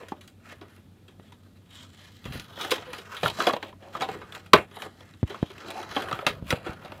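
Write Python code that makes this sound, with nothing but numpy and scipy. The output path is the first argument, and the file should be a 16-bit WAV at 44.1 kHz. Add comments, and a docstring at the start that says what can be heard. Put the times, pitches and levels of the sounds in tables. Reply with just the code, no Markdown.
"""Stiff plastic tray prised apart

Hands lift a clear-plastic tray, lay it on a table and prise its halves apart in a small quiet room.
The thin shell's modes ring to buckling pops and to rustling grains under the fingers.
Knocks on the table are swings that slow as they die; shifting adds lumpy rumble. Plastic squeaks briefly
on plastic by regular stick-slip. Two fan hums at close pitches beat over shaped room noise."""
import sys
import numpy as np
from scipy import signal
from scipy.fft import rfft, irfft, next_fast_len
from scipy.io import wavfile

SR = 44100
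rng = np.random.default_rng(int(sys.argv[2]) if len(sys.argv) > 2 else 0)


def gain_from_db(level_db):
    """Convert decibel levels to linear amplitude factors (20 dB per decade)."""
    decades = np.asarray(level_db, float) / 20
    return 10 ** decades


def int16_out(signal):
    """Quantize to a 16-bit WAV file."""
    q = np.round(np.clip(np.atleast_2d(signal).T, -1, 1) * 32767)
    wavfile.write(sys.argv[1], SR, q.astype(np.int16))


N = 308700

# Room noise spectrum. Each row: frequency in Hz, relative density in dB.
ROOM_NOISE_SPECTRUM = [(15, -54), (25, -117), (72, -49.5), (102, 2), (223, 20.5), (326, 11), (695, -1),
                       (988, -5.5), (2690, -11), (3520, -6.5), (5280, -14.5), (14800, -18), (16000, -29.5)]
# Fan hums. Each row: pitch in Hz, mean level in dB rms.
FAN_HUMS = [(92.9, -58.5), (100.2, -62)]
# Knocks through the table. Each row: start in seconds, level in dB, nominal pitch in Hz, t60 in seconds.
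TABLE_KNOCKS = [(0.121, -24.5, 337, 0.025), (1.198, -30, 696, 0.0035), (2.256, -23.5, 127, 0.057),
                (2.3, -26, 85, .06), (2.356, -15.5, 198, 0.006), (2.376, -33, 85, 0.072),
                (4.536, -17.5, 235, 0.13), (4.101, -38, 120, 0.033), (5.23, -6, 209, 0.018),
                (5.2377, -10.5, 105.6, 0.035), (5.4285, -5, 270, 0.014), (6.131, -28.5, 159, 0.09),
                (6.425, -18, 154, 0.015), (6.268, -25, 206, 0.029), (6.367, -32, 110, 0.031),
                (6.526, -18, 322, 0.054), (6.531, -11.5, 171, 0.023), (6.694, -19.5, 129, 0.023),
                (6.898, -39, 120, 0.07)]
# Tray shifting on the table. Each row: time of the crest in seconds, rumble in dB rms, fade in dB per second.
TRAY_SHIFTS = [(2.26, -35, 111), (3.242, -30.5, 250), (4.11, -49, 95), (4.548, -32.5, 231.5),
               (5.9, -54, 18), (6.3, -45, 48), (6.44, -48, 132), (6.7, -59, 69)]
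# Plastic on plastic. Each row: start in seconds, length in seconds, level of the lowest tone in dB,
# slips per second in Hz.
PLASTIC_SQUEAKS = [(2.823, .025, -48.5, 697), (2.867, .055, -38.5, 500)]
# Shell buckling. Each row: start in seconds, relative level in dB, brightness in dB,
# pitch of the buckling panel in Hz, buckling time in seconds.
SHELL_POPS = [(.033, -41, 0, 480, 0.0014), (.084, -48.5, 25.5, 580, 0.0061), (.12, -22, -26, 890, 0.0022),
              (.209, -48, 20.5, 1420, 0.013), (.276, -52.5, 28, 1330, 0.0044),
              (.521, -41.5, 11.5, 490, 0.0055), (.612, -32, -5.5, 370, 0.0065), (.778, -47, -7, 334, .004),
              (1.08, -45.5, 12, 370, 0.008), (1.199, -52.5, 4, 390, 0.0031),
              (1.321, -46.5, 12.5, 970, 0.0061), (2.241, -50, 19, 1290, 0.0074),
              (2.252, -30.5, 8, 1070, 0.014), (2.322, -32, 7.5, 516, 0.009),
              (2.397, -45.5, 31.5, 323, 0.0021), (2.575, -30.5, -10, 560, 0.0026),
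              (2.609, -26.5, 17, 1290, 0.028), (2.647, -25, 10, 1250, 0.0044),
              (2.668, -34, -12, 566, 0.0058), (2.695, -34, 10, 465, 0.0064), (2.706, -30, 25, 910, 0.011),
              (2.715, -17, 13, 504, 0.0018), (2.719, -16.5, 13, 514, 0.0067), (2.78, -25, -8, 490, .0044),
              (2.822, -37, 1, 710, 0.0031), (2.931, -27.5, 12, 1010, 0.003),
              (2.983, -36.5, 16.5, 380, 0.0074), (3.101, -56, -11, 1200, 0.0036),
              (3.166, -29.5, 11, 1340, 0.01), (3.231, -12.5, 0.5, 580, 0.0066),
              (3.259, -5.5, -22, 1383, 0.0019), (3.299, -31.5, 15.5, 915, 0.0036),
              (3.385, -21, -25, 660, 0.012), (3.402, -9, -14, 1580, 0.0046), (3.468, -4, -5, 710, 0.0054),
              (3.496, -13.5, -12, 1190, 0.014), (3.507, -17, -9, 640, 0.0028),
              (3.534, -16, -3.5, 626, 0.0032), (3.565, -25, -4.5, 657, 0.0018),
              (3.627, -22, -3.5, 910, 0.0041), (3.727, -35.5, -18, 990, 0.0016),
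              (3.823, -37, -6, 304, 0.011), (3.951, -16.5, -21, 1175, .0027), (4.007, -18, 0, 454, 0.01),
              (4.019, -13.5, 0.5, 768, 0.0058), (4.087, -23, -3, 770, 0.0028),
              (4.215, -28, -10, 1220, 0.01), (4.322, -38.5, 12, 890, .005), (4.349, -38.5, 19, 1360, .002),
              (4.46, -48, 18, 780, 0.0066), (4.533, 8.5, -6, 1146, 0.0033), (4.711, -44, 8, 406, 0.0056),
              (4.767, -26, -12, 770, 0.0027), (4.82, -29, 10.5, 600, 0.0043),
              (4.861, -33.5, -3.5, 405, 0.005), (5.007, -42, 4, 481, 0.0035),
              (5.137, -48, 5.5, 312, 0.0035), (5.229, -33, -9, 320, .0013), (5.274, -42, 15, 312, 0.013),
              (5.298, -27.5, 1, 391, 0.013), (5.344, -23, -14, 1320, 0.0039),
              (5.428, -27, -11, 311, 0.0037), (5.501, -38.5, 4, 385, 0.0036), (5.58, -43, 13, 376, 0.0043),
              (5.645, -34, -5, 350, 0.0029), (5.684, -44.5, 17, 640, 0.0006),
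              (5.704, -45, 28.5, 900, 0.00084), (5.71, -40, 19, 905, .001), (5.717, -40.5, 11, 1200, .002),
              (5.828, -29.5, 4.5, 1320, 0.0028), (5.964, -10, -9, 778, 0.0044),
              (6.01, -43, 16, 900, 0.0011), (6.021, -30, 12, 393, 0.002), (6.038, -28, -5, 392, 0.0024),
              (6.085, -22, -4.5, 1190, .0037), (6.112, -14, -12, 1270, 0.0022),
              (6.127, -17, -3.5, 1310, 0.0013), (6.145, -29, -8.5, 970, 0.0015),
              (6.19, -20, -14, 1290, 0.0019), (6.265, -11.5, 10.5, 615, 0.0047),
              (6.505, -14.5, 10, 1370, 0.0029), (6.525, -12, -7.5, 480, 0.0027),
              (6.663, -20, -12, 323, 0.0069), (6.731, -41, 11, 382, .004), (6.847, -33.5, 2, 740, 0.014),
              (6.92, -30, -0.5, 370, 0.0016)]
# Loudness of the shell's modes as heard through the microphone, with its resonance near 3.5 kHz.
# Each row: frequency in Hz, relative level in dB.
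HEARD_MODES = [(200, -5), (350, -0.5), (700, -1), (1300, 4), (2000, 3), (2800, 8), (3600, 15.5),
               (4600, 6.5), (7500, 8), (12000, 9.5), (15500, 2.5)]
# Centres of the body, middle and treble zones: one frequency in Hz each.
ZONE_CENTRES_HZ = [600, 2400, 8500]
# Hands resting on the shell. Each row: time in seconds, relative level in dB, brightness in dB.
HAND_GRIP = [(0, -51, -8.5), (.3, -79, -12), (.7, -71, 6), (.9, -74, -10.5), (1.65, -67, 3), (2.2, -78, 44),
             (2.6, -48.5, 9), (3.6, -59, -6), (3.78, -70, 7), (3.95, -61.5, 4), (4.4, -57, -2),
             (4.55, -74, -8), (4.9, -63.5, -1), (5.25, -60.5, 11), (5.6, -50.5, -5.5), (6.3, -55, -14),
             (6.45, -70.5, -17), (7, -56, -6)]
# Fingers sliding over or crumpling the film. Each row: start of the hold in seconds, its length in seconds,
# relative level in dB, brightness in dB.
FINGER_STROKES = [(0.466, 0.051, -50, 0), (0.622, 0.019, -67, -18), (0.699, 0.064, -59, 6),
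                  (1.09, .03, -72, -3), (1.256, 0.027, -61.5, 6), (1.739, 0.095, -50, 13),
                  (1.903, 0.049, -54.5, 12), (2.003, 0.071, -49.5, 8.5), (2.117, 0.069, -58.5, 23),
                  (2.252, 0.022, -51, 11), (2.32, 0.059, -44.5, 11.5), (2.486, 0.09, -58.5, -7.5),
                  (2.595, 0.14, -40.5, -0.5), (2.805, 0.13, -63.5, -16), (2.925, .06, -50, 11),
                  (3.118, 0.051, -44, -0.5), (3.259, 0.021, -32.5, 6), (3.4, 0.077, -34.5, -1),
                  (3.633, 0.051, -52, -6), (3.836, 0.043, -57, -11), (3.947, 0.045, -45.5, -7.5),
                  (4.098, 0.049, -46, -8), (4.348, 0.015, -44, -2), (4.762, 0.086, -48, -5),
                  (4.98, 0.087, -57, 2.5), (5.307, 0.061, -49.5, -4), (5.671, 0.073, -47.5, -9),
                  (5.762, 0.027, -46.5, -7), (5.83, 0.018, -53, 10), (5.902, 0.13, -45.5, 7),
                  (6.09, 0.11, -48.5, 11), (6.3, 0.091, -58, -1), (6.498, 0.018, -38, 0.5),
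                  (6.663, 0.017, -42.5, -5.5), (6.843, 0.019, -50, -7.5)]
# Settling is duller than the pop: extra cut of body, middle and treble in dB; negative raises.
SETTLE_DULLER_DB = (-5, 3, 5.5)

ROOM_NOISE_DB_RMS = -59
HUMS_IN_STEP_S = 0.081   # near here the two hums swell together
ROOM_T60_S, WALL_CUT_HZ, ROOM_WET_DB = 0.13, 2200, -18
MIC_CUT_HZ = 60
SHIFT_RISE_DB_PER_S, TABLE_REST_DB_RMS = 1105, -58
SQUEAK_OVERTONE_DB = -12   # each overtone re the one below
RING_T60_AT_1KHZ_S, RING_SLOPE = 0.05, 0.9   # slope: how fast t60 shortens with pitch
PANEL_DB, PANEL_T60_CYCLES = -3.5, 28   # the buckling panel rings on at its own pitch
STROKE_RISE_DB_PER_S, STROKE_FALL_DB_PER_S = 354, 248.5
RUB_BODY_DB, RUB_TREBLE_DB, RUB_TREBLE_FOLLOWS = 9, -14.5, 0.25   # re the middle; share of brightness
POP_MIDDLE_DB, POP_MIDDLE_FOLLOWS, POP_TREBLE_DB = -3, 0.55, -18.5   # re the body; share of brightness
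SETTLE_DB, SETTLE_WAIT_S = -23.5, 0.02   # after each pop the shell crumples back into place
SETTLE_RISE_DB_PER_S, SETTLE_FALL_DB_PER_S = 3600, 333.5


def rms_one(x):
    """Scale to unit rms."""
    return x / np.sqrt(np.mean(x ** 2) + 1e-20)


def at_hz(points, hz):
    """Read a spectrum on a log-frequency axis."""
    points_hz, points_db = np.transpose(points)
    return np.interp(np.log(hz), np.log(points_hz), points_db)


def drift(rate_hz):
    """Slow random wander of rms 1: twice-smoothed noise, made at every 40th sample."""
    r = np.exp(-80 * np.pi * rate_hz / SR)
    noise = rng.standard_normal(N // 40 + 2002)
    slow = signal.lfilter([1], [1, -2 * r, r * r], noise)[2000:]   # drop the run-in
    return np.interp(np.arange(N) / 40, np.arange(len(slow)), rms_one(slow))


def swell_db(t, start, length, rise, fall):
    """Rise up to start, hold at 0 dB for length, fall; one row for each event."""
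    end = np.reshape(start + length, (-1, 1))
    start = np.reshape(start, (-1, 1))
    return -rise * np.maximum(start - t, 0) - np.reshape(fall, (-1, 1)) * np.maximum(t - end, 0)


def ring(drive, hz, t60):
    """Resonator: a unit click sets a sine of initial height 1 ringing."""
    r = gain_from_db(-60 / (SR * t60))
    w = 2 * np.pi * min(hz, 16000) / SR
    return signal.lfilter([0, np.sin(w)], [1, -2 * r * np.cos(w), r * r], drive)


def background():
    """Steady spectrally shaped room noise and two hums of wavering level and phase."""
    bins_hz = np.maximum(np.arange(N // 2 + 1) * SR / N, 1)
    spectrum = rfft(rng.standard_normal(N)) * gain_from_db(at_hz(ROOM_NOISE_SPECTRUM, bins_hz))
    out = rms_one(irfft(spectrum, N)) * gain_from_db(ROOM_NOISE_DB_RMS)
    t = np.arange(N) / SR
    for hz, db in FAN_HUMS:
        level = np.sqrt(2) * gain_from_db(db + 0.3 * drift(3.1))
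        out += level * np.sin(2 * np.pi * hz * (t - HUMS_IN_STEP_S) + 0.2 * drift(0.46))
    return out


def room(x):
    """Ten feedback delays, duller on every round."""
    size = next_fast_len(N + SR)
    w = 2 * np.pi * np.arange(size // 2 + 1) / size
    wall = 1 / (1 + 1j * w * SR / (2 * np.pi * WALL_CUT_HZ))
    echoes = 0
    for k, lag_s in enumerate(rng.uniform(0.008, 0.03, 10)):
        loop = gain_from_db(-60 * lag_s / ROOM_T60_S) * wall * np.exp(-1j * w * round(lag_s * SR))
        echoes = echoes + (-1) ** k * loop / (1 - loop)
    return irfft(rfft(x, size) * echoes, size)[:N]


def table():
    """A knock swings fast at first, then ever slower as it dies; shifting adds lumpy low rumble."""
    knocks = np.zeros(N + 4000)
    t = np.arange(4000) / SR
    for s, db, hz, t60 in TABLE_KNOCKS:
        cycles = hz * t60 * 0.212 * np.log(1 + t / (t60 * 0.1693))   # starts at 1.25 hz
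        knocks[round(s * SR):][:len(t)] += gain_from_db(db - 60 * t / t60) * np.sin(2 * np.pi * cycles)
    band = signal.butter(3, [45, 200], "band", fs=SR, output="sos")
    low = signal.sosfilt(band, rng.standard_normal(N))
    rumble = rms_one(low * gain_from_db(2.8 * drift(51)))
    crest, db, fade = np.transpose(TRAY_SHIFTS)
    swells = gain_from_db(swell_db(np.arange(N) / SR, crest, 0, SHIFT_RISE_DB_PER_S, fade))
    return knocks[:N] + rumble * (gain_from_db(TABLE_REST_DB_RMS) + gain_from_db(db) @ swells)


def squeaks():
    """Regular stick-slip: a short wavering tone with two overtones."""
    out = np.zeros(N)
    for s, length, db, hz in PLASTIC_SQUEAKS:
        t = np.arange(round(length * SR)) / SR
        waver = 1.3 * np.cumsum(rng.standard_normal(len(t))) / np.sqrt(len(t))
        phase = 2 * np.pi * hz * t + waver
        tone = sum(gain_from_db(SQUEAK_OVERTONE_DB * k) * np.sin((k + 1) * phase) for k in range(3))
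        out[round(s * SR):][:len(t)] += gain_from_db(db) * np.sqrt(np.sin(np.pi * t / length)) * tone
    return out


def zone_db(hz, body, middle, treble):
    """Level of a mode, between the levels of the three zones."""
    place = np.interp(np.log(hz), np.log(ZONE_CENTRES_HZ), np.arange(3))
    return body * max(1 - place, 0) + middle * (1 - abs(place - 1)) + treble * max(place - 1, 0)


def pop_zones():
    """Body, middle and treble level of every pop in dB."""
    _, level, bright, _, _ = np.transpose(SHELL_POPS)
    return level, level + POP_MIDDLE_DB + POP_MIDDLE_FOLLOWS * bright, level + POP_TREBLE_DB + bright


def rub_zones(level, bright):
    """Body, middle and treble level of a rub in dB; brightness takes from the body."""
    return level + RUB_BODY_DB - bright, level, level + RUB_TREBLE_DB + RUB_TREBLE_FOLLOWS * bright


def rustle_db(t):
    """Grip, strokes and the settling after pops add up in power, zone by zone."""
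    s, level, bright = np.transpose(HAND_GRIP)
    grip = rub_zones(np.interp(t, s, level), np.interp(t, s, bright))
    start, length, level, bright = np.transpose(FINGER_STROKES)
    stroke = gain_from_db(2 * swell_db(t, start, length, STROKE_RISE_DB_PER_S, STROKE_FALL_DB_PER_S))
    settle_start = np.transpose(SHELL_POPS)[0] + SETTLE_WAIT_S
    settle = gain_from_db(2 * swell_db(t, settle_start, 0, SETTLE_RISE_DB_PER_S, SETTLE_FALL_DB_PER_S))
    zones = []
    for held, rubbed, popped, dull in zip(grip, rub_zones(level, bright), pop_zones(), SETTLE_DULLER_DB):
        power = gain_from_db(2 * held) + gain_from_db(2 * rubbed) @ stroke + gain_from_db(2 * (popped + SETTLE_DB - dull)) @ settle
        zones.append(10 * np.log10(power))
    return zones


def grains(pressure, per_s, spread_db, clump_db):
    """Stick-slip of skin and creased film: uneven clicks that come in clumps; rms 1."""
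    sizes = gain_from_db(spread_db * np.minimum(rng.exponential(1, N), 4)) * rng.choice([-1, 1], N)
    clicks = sizes * (rng.random(N) < per_s / SR)
    return rms_one(clicks * gain_from_db(clump_db * (pressure + 0.42 * drift(7))))


def bucklings():
    """Each pop is a crack and a longer crumbling force; also gives the latest pop at each sample."""
    crack, crumble, which = np.zeros(N + 6000), np.zeros(N + 6000), np.zeros(N, int)
    t = np.arange(6000) / SR
    shape = (len(SHELL_POPS), len(t))
    noise = rng.standard_normal(shape) * gain_from_db(5.26 * rng.standard_normal(shape))
    for k, (s, *_, length) in enumerate(SHELL_POPS):
        start = round(s * SR)
        attack = 1 - np.exp(-t / (0.057 * length))
        for force, lasts in ((crack, length / 3), (crumble, length)):
            burst = noise[k] * attack * (np.exp(-t / lasts) + 0.35 * np.exp(-t / (3.4 * length)))
            force[start:start + len(t)] = burst / np.sqrt(np.sum(burst ** 2))   # unit energy
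        which[start:] = k
    return crack[:N], crumble[:N], which


def shell(count=80):
    """Pops and rubbing drive one dense set of overlapping modes; the treble feels mostly the crack."""
    panel_hz = np.transpose(SHELL_POPS)[3]
    crack, crumble, which = bucklings()
    pressure = drift(36)
    snaps = grains(pressure, per_s=45, spread_db=2.5, clump_db=0.5)   # single creases flip over
    rubbing = []   # one for each zone, with more snaps higher up
    for share in (0.1, 0.5, 0.6):
        rubbing.append(share * snaps + grains(pressure, per_s=2800, spread_db=1.5, clump_db=2.5))
    pitches = np.geomspace(170, 15500, count) * np.exp(rng.normal(0, 0.01, count))
    scatter = rng.standard_normal((len(SHELL_POPS), count))
    sides = rng.choice([-1, 1], (len(SHELL_POPS), count))   # a pop pushes or pulls each mode
    t = np.arange(0, N + 64, 64)   # rub levels move in steps of 64 samples
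    rubbed, popped = rustle_db(t / SR), pop_zones()
    # moving fingers free and damp groups of five modes
    touch = [np.append(drift(2.6), np.zeros(64))[::64][:len(t)] for _ in range(count // 5)]
    out = np.zeros(N)
    for k, hz in enumerate(pitches):
        t60 = RING_T60_AT_1KHZ_S * (max(hz, 600) / 1000) ** -RING_SLOPE
        below = 4.46 * np.maximum(np.log2(panel_hz / hz), 0)   # modes below the panel's pitch move less
        blow = sides[:, k] * gain_from_db(zone_db(hz, *popped) + 1.9 * scatter[:, k] - below - 19)
        sharp = hz / (hz + 1800)
        pop_drive = (sharp * crack + (1 - sharp) * crumble) * blow[which]
        rub = np.repeat(gain_from_db(zone_db(hz, *rubbed) + 3.07 * touch[k // 5] - 21), 64)[:N]
        zone = np.searchsorted(ZONE_CENTRES_HZ, hz / (2 + k % 2))   # zones interleave at their border
        evened = np.sqrt(4 * np.log(1000) / (t60 * SR))   # equal loudness whatever the decay
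        rub_drive = rubbing[zone] * rub * evened
        out += (-1) ** k * gain_from_db(at_hz(HEARD_MODES, hz)) * ring(pop_drive + rub_drive, hz, t60)
    for k, (s, db, _, hz, _) in enumerate(SHELL_POPS):
        near = slice(round(s * SR), round(s * SR) + 8000)
        push = (crumble * (which == k))[near]
        out[near] += gain_from_db(db + PANEL_DB) * ring(push, hz, PANEL_T60_CYCLES / hz)
    # the shell's sound is cut below 130 Hz
    return signal.sosfilt(signal.butter(4, 130, "high", fs=SR, output="sos"), out)


def scene():
    """The tray close to the microphone, its room sound, the table and the background."""
    tray = shell() + squeaks()
    return (tray + gain_from_db(ROOM_WET_DB) * room(tray) + table() + background())[None, :]


def band_limit(x):
    """A steep low-pass at the top of the band."""
    return signal.sosfilt(signal.butter(12, 15900, fs=SR, output="sos"), x)


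def record(dry):
    """The microphone cuts the deep bass; the input clips at full scale."""
    heard = signal.sosfilt(signal.butter(2, MIC_CUT_HZ, "high", fs=SR, output="sos"), dry)
    return band_limit(np.clip(heard, -1, 1))


dry = scene()
out = record(dry)
int16_out(out)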